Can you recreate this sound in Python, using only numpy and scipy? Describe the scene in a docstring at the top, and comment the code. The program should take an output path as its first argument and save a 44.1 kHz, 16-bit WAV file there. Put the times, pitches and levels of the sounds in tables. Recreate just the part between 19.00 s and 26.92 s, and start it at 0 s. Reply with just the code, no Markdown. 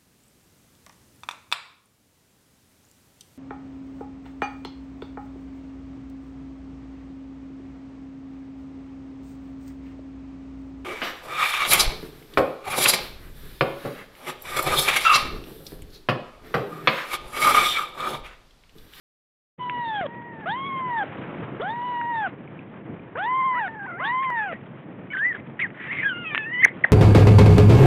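"""A tiny kitten mews close to a phone in a soft-lined box: leaky vocal folds give blurred partials.
Fainter littermates answer the same way; late cries alternate strong and weak cycles. Thin squeaks
are whistles that break into hiss; ticks are bell-shaped bursts. Low room rumble and bedding rustle
are shaped noise. A narrow-band phone mirrors the top of its band and clips the loudest peaks."""
import sys
import numpy as np
from scipy import signal
from scipy.fft import rfft, irfft
from scipy.io import wavfile
from scipy.ndimage import uniform_filter1d

SR = 44100
rng = np.random.default_rng(int(sys.argv[2]) if len(sys.argv) > 2 else 0)


def bounce(signal):
    """Save signal as a 16-bit WAV file at the path given by the first command-line argument."""
    frames = np.transpose(np.atleast_2d(signal))
    limited = np.clip(frames, -1, 1)
    pcm = np.round(limited * 32767).astype(np.int16)
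    wavfile.write(sys.argv[1], SR, pcm)


N = 349272
T = np.arange(N) / SR


def undb(db):
    """Amplitude of a level in dB."""
    return 10 ** (np.asarray(db) / 20)


def unit(x):
    """Scale to rms 1."""
    return x / np.sqrt(np.mean(x ** 2))


def butter(x, order, hz, kind="low"):
    """Causal Butterworth filter."""
    return signal.sosfilt(signal.butter(order, hz, kind, fs=SR, output="sos"), x)


def butter_in_phase(x, order, hz, kind):
    """Butterworth filter run both ways: no phase shift."""
    return signal.sosfiltfilt(signal.butter(order, hz, kind, fs=SR, output="sos"), x)


def steep_low(x, hz, ripple_db=.3, stop_db=80):
    """Steep elliptic low-pass."""
    return signal.sosfilt(signal.ellip(10, ripple_db, stop_db, hz, fs=SR, output="sos"), x)


def walk(rate_hz):
    """Random levels held 1 / rate_hz s and slewed twice; rms 1."""
    hold = int(SR / rate_hz)
    steps = np.repeat(rng.standard_normal(N // hold + 1), hold)
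    return unit(uniform_filter1d(uniform_filter1d(steps, hold), hold)[:N])


def coloured(points):
    """Noise of rms 1 with a spectrum of (f/Hz, level/dB) points."""
    hz, db = np.transpose(points)
    f = np.arange(1, N // 2 + 2) * SR / N
    shape = undb(np.interp(np.log(f), np.log(hz), db))
    return unit(irfft(rfft(rng.standard_normal(N)) * shape, N))


def flutter(count, width_hz):
    """Complex low-passed noise of rms about 1: it spreads a tone into a band of that width."""
    z = rng.standard_normal((N // 8, 2))[:count] @ [1, 1j]
    return butter(z, 2, width_hz / 2) * np.sqrt(SR / (2.2 * width_hz))


def span(table, edge_s):
    """Sample slice of a table, its columns per sample and a gate with soft ends."""
    s, *columns = np.transpose(table)
    part = slice(int(s[0] * SR), int(s[-1] * SR))
    t = T[part]
    gate = np.clip(np.minimum(t - s[0], s[-1] - t) / edge_s, 0, 1)
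    return part, [np.interp(t, s, c) for c in columns], gate


# stirring in the bedding: middle t/s, length/s, rustle lift/dB, rumble lift/dB
STIRS = [(2.303, 1, 11.5, 3.5), (3.012, 0.5, 3, 0), (5.349, 0.3, 3, -3), (5.802, .15, 1, -2.5),
         (6.799, 1, 1, -1), (7.92, 0.44, 5, 0)]


def stirs():
    """Each stir is a bell-shaped lift: (rustle dB, rumble dB) per sample."""
    return sum(np.outer(lifts_db, np.exp(-(2 * (T - s) / length_s) ** 2))
               for s, length_s, *lifts_db in STIRS)


# room rumble spectrum: f/Hz, relative level/dB per Hz
RUMBLE_SPECTRUM = [(22, -56.5), (43, -20.5), (69, -29.5), (90, -12), (136, -2.5), (328, -7), (509, -14),
                   (1150, -30.5), (1990, -32.5), (2480, -35), (4200, -63)]
RUMBLE_REST_DB = -40
DIP_MAX_DB, DIP_KNEE_DB, DIP_S = -4, -19.5, 0.097


def rumble(calls, swell_db):
    """Room rumble and hiss: shaped noise that throbs quickly and dips under loud calls."""
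    power = uniform_filter1d(calls ** 2, int(DIP_S * SR))
    loud = np.sqrt(np.abs(power)) / undb(DIP_KNEE_DB)
    db = RUMBLE_REST_DB + swell_db + DIP_MAX_DB * np.tanh(loud)
    throb_db = 1.0 * walk(7.2) + 1.67 * walk(70)
    return undb(db + throb_db) * coloured(RUMBLE_SPECTRUM)


# bedding rustle spectrum: f/Hz, relative level/dB per Hz
RUSTLE_SPECTRUM = [(240, -35.5), (400, -20), (474, -3.5), (895, -6), (1120, -6.5), (1850, -10),
                   (3190, -19.5), (4300, -34)]
RUSTLE_REST_DB, PATCHY_DB = -51.5, 1.6


def rustle(stir_db):
    """Bedding scrapes in uneven grains, each octave on its own."""
    grains = undb(RUSTLE_REST_DB + stir_db + 2.0 * walk(120)) * coloured(RUSTLE_SPECTRUM)
    out = np.zeros(N)
    for hz in (350, 700, 1400, 2800):
        octave = butter_in_phase(grains, 2, (hz, 2 * hz), "band")
        out += undb(PATCHY_DB * walk(30)) * octave
    return out


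BOX_T60_S, BOX_DB = 0.2, -18


def box(near):
    """Short tail of the box: the sound convolved with decaying noise of energy 1."""
    t = T[:SR // 4]
    tail = rng.standard_normal(len(t)) * undb(-60 * t / BOX_T60_S) * (t > .004)
    tail = unit(tail) / np.sqrt(len(t))
    return undb(BOX_DB) * signal.fftconvolve(near, tail)[:N]


# short ticks and smacks: t/s, level/dB, f/Hz, length/ms
TICKS = [(0.696, -13.5, 2207, 0.48), (2.04, -20.5, 514, 1.7), (3.013, -19, 1670, 0.7),
         (3.591, -33.5, 2500, 1.4), (1.011, -21, 318, 1.4), (2.398, -27, 330, 2.7), (3.476, -37, 2290, 1.6),
         (3.995, -42.5, 2390, 3.0), (5.774, -39, 1300, 1.5), (6.103, -37, 2220, 0.57),
         (4.157, -23.5, 1560, 1.9), (4.68, -23, 1760, 2.5), (5.302, -18.5, 1080, 0.6),
         (1.012, -23.5, 1610, 1.3), (5.53, -21, 570, 2.5), (6.169, -17, 1830, 1.5),
         (6.703, -29.5, 1950, 0.66), (7.347, -4.5, 1970, 0.37), (7.355, -9.5, 2100, 0.47),
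         (7.377, -4.5, 2195, 0.37), (7.66, -11.5, 583, 0.57), (7.847, -18.5, 670, 2.8)]


def ticks():
    """Each tick is a bell-shaped burst of a cycle or a few, with a crumbly tail."""
    out, t = np.zeros(N), T[:800] - T[400]
    for s, db, hz, ms in TICKS:
        start = int(s * SR) - 400
        bell = np.exp(-(2 * t * 1000 / ms) ** 2 / 2)
        grain = np.tanh(flutter(len(t), width_hz=1200).real)
        crumbs = .4 * (t > .0006) * np.exp(-np.abs(t) / .003) * grain
        out[start:start + len(t)] += undb(db) * (bell + crumbs) * np.sin(2 * np.pi * hz * t)
    return out


# squeaks: roughness at loudest (0-1), more at start (0-1), curve of [t/s, level/dB after f/Hz]:
# curve columns in order: t/s, f/Hz, level/dB
SQUEAKS = [ (0.75, 0.16, [(5.22, 1816, -45.5), (5.24, 2165, -36), (5.255, 2380, -48)]),
           (0.56, 0, [(5.522, 1833, -31), (5.545, 1886, -42), (5.572, 1970, -48)]),
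           (0.084, 0.44, [(6.124, 1838, -44), (6.136, 1762, -25), (6.155, 1515, -28), (6.19, 1569, -26.5),
           (6.26, 1970, -18), (6.29, 2010, -24), (6.322, 1810, -27), (6.333, 1620, -46)]),
           (0.66, 0, [(6.333, 1820, -43), (6.348, 1700, -38), (6.362, 1530, -39.5), (6.37, 1990, -43),
           (6.402, 2100, -49)]), (0.03, 0.71, [(6.59, 1760, -28.5), (6.598, 1923, -26.5),
           (6.62, 2262, -23.5), (6.643, 1940, -21.5), (6.66, 1600, -34), (6.672, 1630, -42)]),
           (0.79, 0.0081, [(6.74, 1800, -50.5), (6.79, 1900, -43.5), (6.81, 1932, -35), (6.91, 2004, -40.5),
           (6.93, 2170, -32.5), (7.0, 2052, -32.5), (7.04, 2060, -39), (7.05, 1810, -57)]),
           (0.53, 0, [(7.005, 2190, -31.5), (7.03, 2400, -33.5), (7.052, 2550, -37.5)]),
           (0.48, 0, [(7.02, 1577, -44), (7.032, 1793, -20.5), (7.044, 1720, -35)]),
           (0.088, 0.21, [(7.62, 1650, -22.5), (7.626, 1710, -19.5), (7.634, 2002, -10.5),
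           (7.642, 2256, -11), (7.6455, 1900, -3.5), (7.65, 2146, -6), (7.6508, 1597, -6.5),
           (7.66, 2086, -40.5), (7.69, 1956, -38)]), (0.034, 0.23, [(7.835, 2180, -36), (7.838, 2154, -17),
           (7.8405, 1977, -10), (7.843, 1930, -7.5), (7.846, 1800, -11.5), (7.85, 1400, -25),
           (7.856, 1940, -49), (7.89, 1940, -43)]), ]
SQUEAK_WIDTH_HZ, SKIRT_DB = 295, -6
HOARSE_HZ, HOARSE_DB = 3150, -14  # mouth resonance that the hiss also fills
SQUEAK_OCTAVE_DB, OCTAVE_WIDTH_HZ = -19, 100  # octave heard only near the hoarse resonance
ROUGH_PER_DB, CLEAR_DB, ONSET_S = 0.3, 15, 0.04  # breaks up CLEAR_DB below its loudest


def squeaks():
    """Air through a tight gap: a whistle that breaks into a fluttering hiss round its pitch."""
    out = np.zeros(N)
    scratch = undb(2.4 * walk(180))  # coarse grains
    for rough, at_start, squeak in SQUEAKS:
        part, (hz, db), gate = span(squeak, edge_s=0.0019)
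        count = len(hz)
        onset = np.exp(-((T[part] - T[part.start]) / ONSET_S) ** 2)
        width_hz = SQUEAK_WIDTH_HZ * (1 + rough + at_start / 2)  # the rougher, the wider
        faint_db = np.maximum(db.max() - db - CLEAR_DB, 0)
        rough = np.clip(rough + ROUGH_PER_DB * faint_db + at_start * onset, 0, 1)

        tone = np.exp(2j * np.pi * np.cumsum(hz) / SR)
        octave = undb(SQUEAK_OCTAVE_DB) * np.exp(-((2 * hz - HOARSE_HZ) / OCTAVE_WIDTH_HZ) ** 2)
        whistle = tone + octave * (1 + flutter(count, width_hz=620)) * tone ** 2

        hiss = flutter(count, width_hz) + undb(SKIRT_DB) * flutter(count, width_hz=980)
        resonance = np.exp(2j * np.pi * HOARSE_HZ * T[part])
        hoarse = undb(HOARSE_DB) * flutter(count, width_hz=700) * resonance
        broken = scratch[part] * (hiss * tone + rough * hoarse)

        sound = np.sqrt(1 - rough ** 2) * whistle + rough * broken
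        out[part] += gate * np.sqrt(2) * undb(db) * sound.real
    return out


FOLDS_DB_PER_OCTAVE = -6
GLIDE_DB, SHIMMER_DB = 9, 2.2  # extra air noise in glides; flicker per partial above the first
WOBBLE_SHARE, GLIDE_JITTER_SHARE = .005, 0.008  # of the pitch: slow, and quick in glides
AIR_PER_PARTIAL = 1.25  # air grows as the partial number to this power


def voice(calls, throat, lift_shares, breathy_db, jitter_share):
    """Vocal folds give partials that the throat colours; leaking air blurs them, most in glides."""
    out, wobble, jitter = np.zeros(N), walk(30), walk(220)
    shimmer = [walk(50) for _ in range(6)]
    throat_hz, throat_db = np.transpose(throat)
    for call in calls:
        part, (hz, level_db, lift_db), gate = span(call, edge_s=0.003)
        hz = uniform_filter1d(hz, size=300, mode="nearest")  # muscles round every turn
        glide = uniform_filter1d(np.abs(np.gradient(np.log(hz))) * SR, 400)  # share per s
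        strain = np.tanh(glide / 11.0)
        quick_share = jitter_share + GLIDE_JITTER_SHARE * strain  # cycles stumble in glides
        uneven = WOBBLE_SHARE * wobble[part] + quick_share * jitter[part]
        phase = 2 * np.pi * np.cumsum(hz * (1 + uneven)) / SR
        air = undb(breathy_db + GLIDE_DB * strain) * flutter(len(hz), width_hz=720)
        for k in range(1, 7):
            db = level_db + lift_shares[k - 1] * lift_db + FOLDS_DB_PER_OCTAVE * np.log2(k)
            db = db + np.interp(np.log(k * hz), np.log(throat_hz), throat_db)
            db = db + SHIMMER_DB * (k - 1) * np.tanh(shimmer[k - 1][part])
            partial = (1 + air * k ** AIR_PER_PARTIAL) * np.exp(1j * k * phase)
            out[part] += gate * np.sqrt(2) * undb(db) * partial.real
    return out


# one curve per late cry: t/s, half pitch f/Hz, level before throat/dB, odd partials lift/dB
CRIES = [
    [(6.1, 740, -43, 12), (6.128, 760, -33, 2)],
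    [(6.86, 896, -42, -11), (6.898, 875, -26.5, -8), (6.915, 1093, -23.5, -11.5), (6.932, 1130, -44, 12.5),
     (6.965, 1167, -45, 7.5), (6.978, 1136, -30, -16), (7.0, 1017, -24, -24), (7.015, 970, -33, -9.5)],
    [(7.04, 829, -24.5, -14.5), (7.06, 827, -14.5, -25), (7.08, 807, -20, -22.5), (7.105, 749, -21, -32.5),
     (7.125, 735, -21.5, -34), (7.15, 707, -26.5, -17), (7.22, 712, -28, -10.5), (7.255, 654, -27, -4.5),
     (7.304, 616, -28.5, -5.5), (7.345, 567, -21.5, -10)],
    [(7.36, 899, -25.5, -4), (7.432, 847, -30.5, 3.5), (7.47, 904, -28.5, -9), (7.505, 935, -26.5, -13),
     (7.54, 1000, -18, -10.5), (7.59, 1013, -17.5, -15), (7.62, 1045, -15, -15)],
]
# cry throat: f/Hz, gain/dB
CRY_THROAT = [(600, -31.5), (900, -21), (1250, -11.5), (1650, 4.5), (2050, -0.5), (2500, 3.5), (2900, -6.5),
              (3100, -0.5), (3300, -12.5), (3600, -22.5), (4300, -80.5)]
# share of the lift per partial 1-6: odd ones only
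ODD_SHARES = (1, 0, 1, 0, 1, 0)


def cries():
    """Strong and weak cycles alternate: odd partials of half the pitch."""
    return voice(CRIES, CRY_THROAT, ODD_SHARES, breathy_db=-30, jitter_share=.009)


# one curve per littermate call: t/s, pitch f/Hz, level before throat/dB, mouth lift of overtones/dB
LITTER_CALLS = [
    [(1.068, 936, -50, 1), (1.158, 940, -43.5, -2.5), (1.288, 958, -46, 1), (1.4, 876, -50, 1),
     (1.45, 830, -46, 2.5)],
    [(4.53, 515, -58, 21), (4.572, 684, -50, 16), (4.61, 928, -47, 13.5)],
    [(4.684, 899, -39, 7), (4.72, 888, -50, 2.5), (4.738, 880, -44.5, 5), (4.855, 783, -45.5, 11),
     (4.872, 1126, -36, -6.5)],
    [(4.872, 777, -48.5, 9.5), (4.898, 698, -49, 15), (4.907, 744, -52, 18), (4.92, 661, -52, 17.5),
     (4.964, 721, -48.5, 11), (4.984, 800, -49, 11), (4.99, 970, -47, 12), (5.005, 1010, -38.5, 9),
     (5.06, 1113, -37, -15), (5.1, 1094, -40, -15)],
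]
# littermate throat: f/Hz, gain/dB
LITTER_THROAT = [(400, 7), (900, 2), (1500, 7), (2250, 1.5), (2500, -33), (3000, -19.5), (4300, -56.5)]
# share of the mouth lift per partial 1-6
LITTER_LIFT_SHARES = (0.065, 1, 0.83, 0.46, 0.78, 0.6)


def littermates():
    """Fainter voices with a more jittery pitch."""
    return voice(LITTER_CALLS, LITTER_THROAT, LITTER_LIFT_SHARES, breathy_db=-26.5, jitter_share=.016)


# one curve per kitten mew: t/s, pitch f/Hz, level before throat/dB, mouth lift of overtones/dB
MEWS = [
    [(.59, 1011, -45.5, 0), (.61, 990, -30, -12.5), (.688, 984, -30.5, -9.5), (.804, 961, -29.5, -3),
     (.9, 891, -30, 1.5), (.994, 799, -29.5, 0.5), (1.02, 717, -30, -3), (1.058, 561, -32, -3),
     (1.066, 538, -24.5, -3)],
    [(1.455, 606, -40, 15), (1.465, 667.5, -32, 6), (1.523, 913, -28, 2), (1.577, 1052, -32, -3),
     (1.675, 1105, -31, 9.5), (1.851, 1017, -29, -6), (1.973, 911, -26.5, 4), (2.03, 773, -28.5, 4),
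     (2.037, 636, -32, 6)],
    [(2.595, 347.4, -31.5, -17), (2.629, 678, -32.5, 6.5), (2.705, 900, -29, 0), (2.739, 951, -32.5, -1.5),
     (2.863, 986, -28.5, -9), (3.053, 935, -28, -0.5), (3.1, 968, -27, -0.5), (3.233, 833.4, -28, 4),
     (3.267, 733, -31, 9), (3.279, 643, -35, 2)],
    [(4.15, 403.4, -39.5, 6.5), (4.19, 710.5, -33, 10.5), (4.288, 1003, -24, -2.5), (4.35, 1050, -23, -1),
     (4.405, 1054, -21.5, 0), (4.428, 1020, -24, -1.5), (4.455, 1066, -21.5, -1.5),
     (4.532, 991, -24.5, 0.5), (4.59, 964, -26, 5), (4.646, 795, -31, 5.5), (4.68, 687, -37.5, 11.5)],
    [(4.995, 503.6, -40, 11.5), (5.029, 742, -38.5, 15.5), (5.079, 929, -29.5, 11.5),
     (5.14, 1020, -24.5, 1), (5.219, 1071, -25, 3.5), (5.285, 1030, -27, 6), (5.383, 894, -30, 13),
     (5.457, 803, -33.5, 9), (5.527, 617, -39, 7)],
]
BREAK_DB, BREAK_S, BREAK_LEAD_S = -43, 0.018, 0.0087


def breaks():
    """Where a mew stops, the folds part and a rough puff of air dies away."""
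    ends_s = np.array([call[-1][0] for call in MEWS])[:, None]
    since_s = T - ends_s + BREAK_LEAD_S
    puff = ((since_s > 0) * np.exp(-np.abs(since_s) / BREAK_S)).sum(axis=0)
    hiss = butter(rng.standard_normal(N), 2, (1100, 2600), "band")
    return undb(BREAK_DB + 4.2 * walk(200)) * puff * unit(hiss)


# kitten throat: f/Hz, gain/dB
THROAT = [(400, 4.5), (1150, -0.5), (1550, 1.5), (1850, -2), (2050, -1.5), (2350, -13.5), (2650, -22),
          (2950, -11), (3200, -5), (3550, -6.5), (3700, -11.5), (3850, -24.5), (4400, -60)]
# share of the mouth lift per partial 1-6
LIFT_SHARES = (0, 0.94, 0.27, 0.74, 0, 0.034)
RASP_DB = -34.5  # relative to the smoothed mew


def mews():
    """The near voice with a breathy haze high above it, under its level."""
    tone = voice(MEWS, THROAT, LIFT_SHARES, breathy_db=-25.5, jitter_share=0.005)
    rasp = unit(butter(rng.standard_normal(N), 2, (2920, 4400), "band"))
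    return tone + undb(RASP_DB) * rasp * uniform_filter1d(np.abs(tone), size=800)


# head turning from the phone: t/s, treble gain/dB, throat hollow gain/dB
FACING = [(.6, 8, -2.5), (1.0, 4.5, 1), (1.501, 2, 3), (1.9, -9.5, -2), (2.7, 2, -12), (2.9, 4, -1.5),
          (3.199, -11.5, 7), (4.25, -5.5, 5), (4.4, -17, -13), (4.649, -5.5, 10), (5.08, 0, 9),
          (5.2, -19.5, -12), (5.4, -30, 14), (5.53, -16, 19.5)]
TREBLE_HZ, HOLLOW_HZ = 2530, (2360, 2904)


def kitten():
    """Mews through a turning head, which changes the treble and fills the hollow of the throat."""
    s, treble_db, hollow_db = np.transpose(FACING)
    out = mews()
    hollow = butter_in_phase(out, 2, HOLLOW_HZ, "band")
    out = out + (undb(np.interp(T, s, hollow_db)) - 1) * hollow
    treble = butter_in_phase(out, 3, TREBLE_HZ, "high")
    return out + (undb(np.interp(T, s, treble_db)) - 1) * treble


def scene():
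    """Voices and ticks with the box tail, over rumble and rustle."""
    near = kitten() + breaks() + littermates() + cries() + squeaks() + ticks()
    stir_db, swell_db = stirs()
    background = rumble(near, swell_db) + rustle(stir_db)
    return (near + box(near) + background)[None]


START_S, FADE_S = .575, 0.013
PHONE_HZ, PHONE_EDGE_HZ, PHONE_RATE_HZ, TOP_HZ = 3530, 4560, 8000, 15757
MIRROR_DB, CLIP = -6, 0.715
SNAP_S, SNAP_DB, SNAP_DECAY_S = 5.3033, -33, 0.00032


def record(dry):
    """Late fade-in, band roll-off, top mirrored about half the phone rate, a dry snap, clipping."""
    x = dry * np.clip((T - START_S) / FADE_S, 0, 1) ** 2
    x = butter(x, 6, PHONE_HZ)
    x = steep_low(x, PHONE_RATE_HZ / 2)
    x = x * (1 + 2 * undb(MIRROR_DB) * np.cos(2 * np.pi * PHONE_RATE_HZ * T))
    x = butter(x, 24, PHONE_RATE_HZ / 2)
    x = steep_low(x, PHONE_EDGE_HZ)
    # added after the phone band, so the snap keeps its treble
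    x = x + undb(SNAP_DB) * (T >= SNAP_S) * np.exp(-np.abs(T - SNAP_S) / SNAP_DECAY_S)
    return steep_low(np.clip(x, -CLIP, CLIP), TOP_HZ, ripple_db=.2, stop_db=70)


dry = scene()
out = record(dry)
bounce(out)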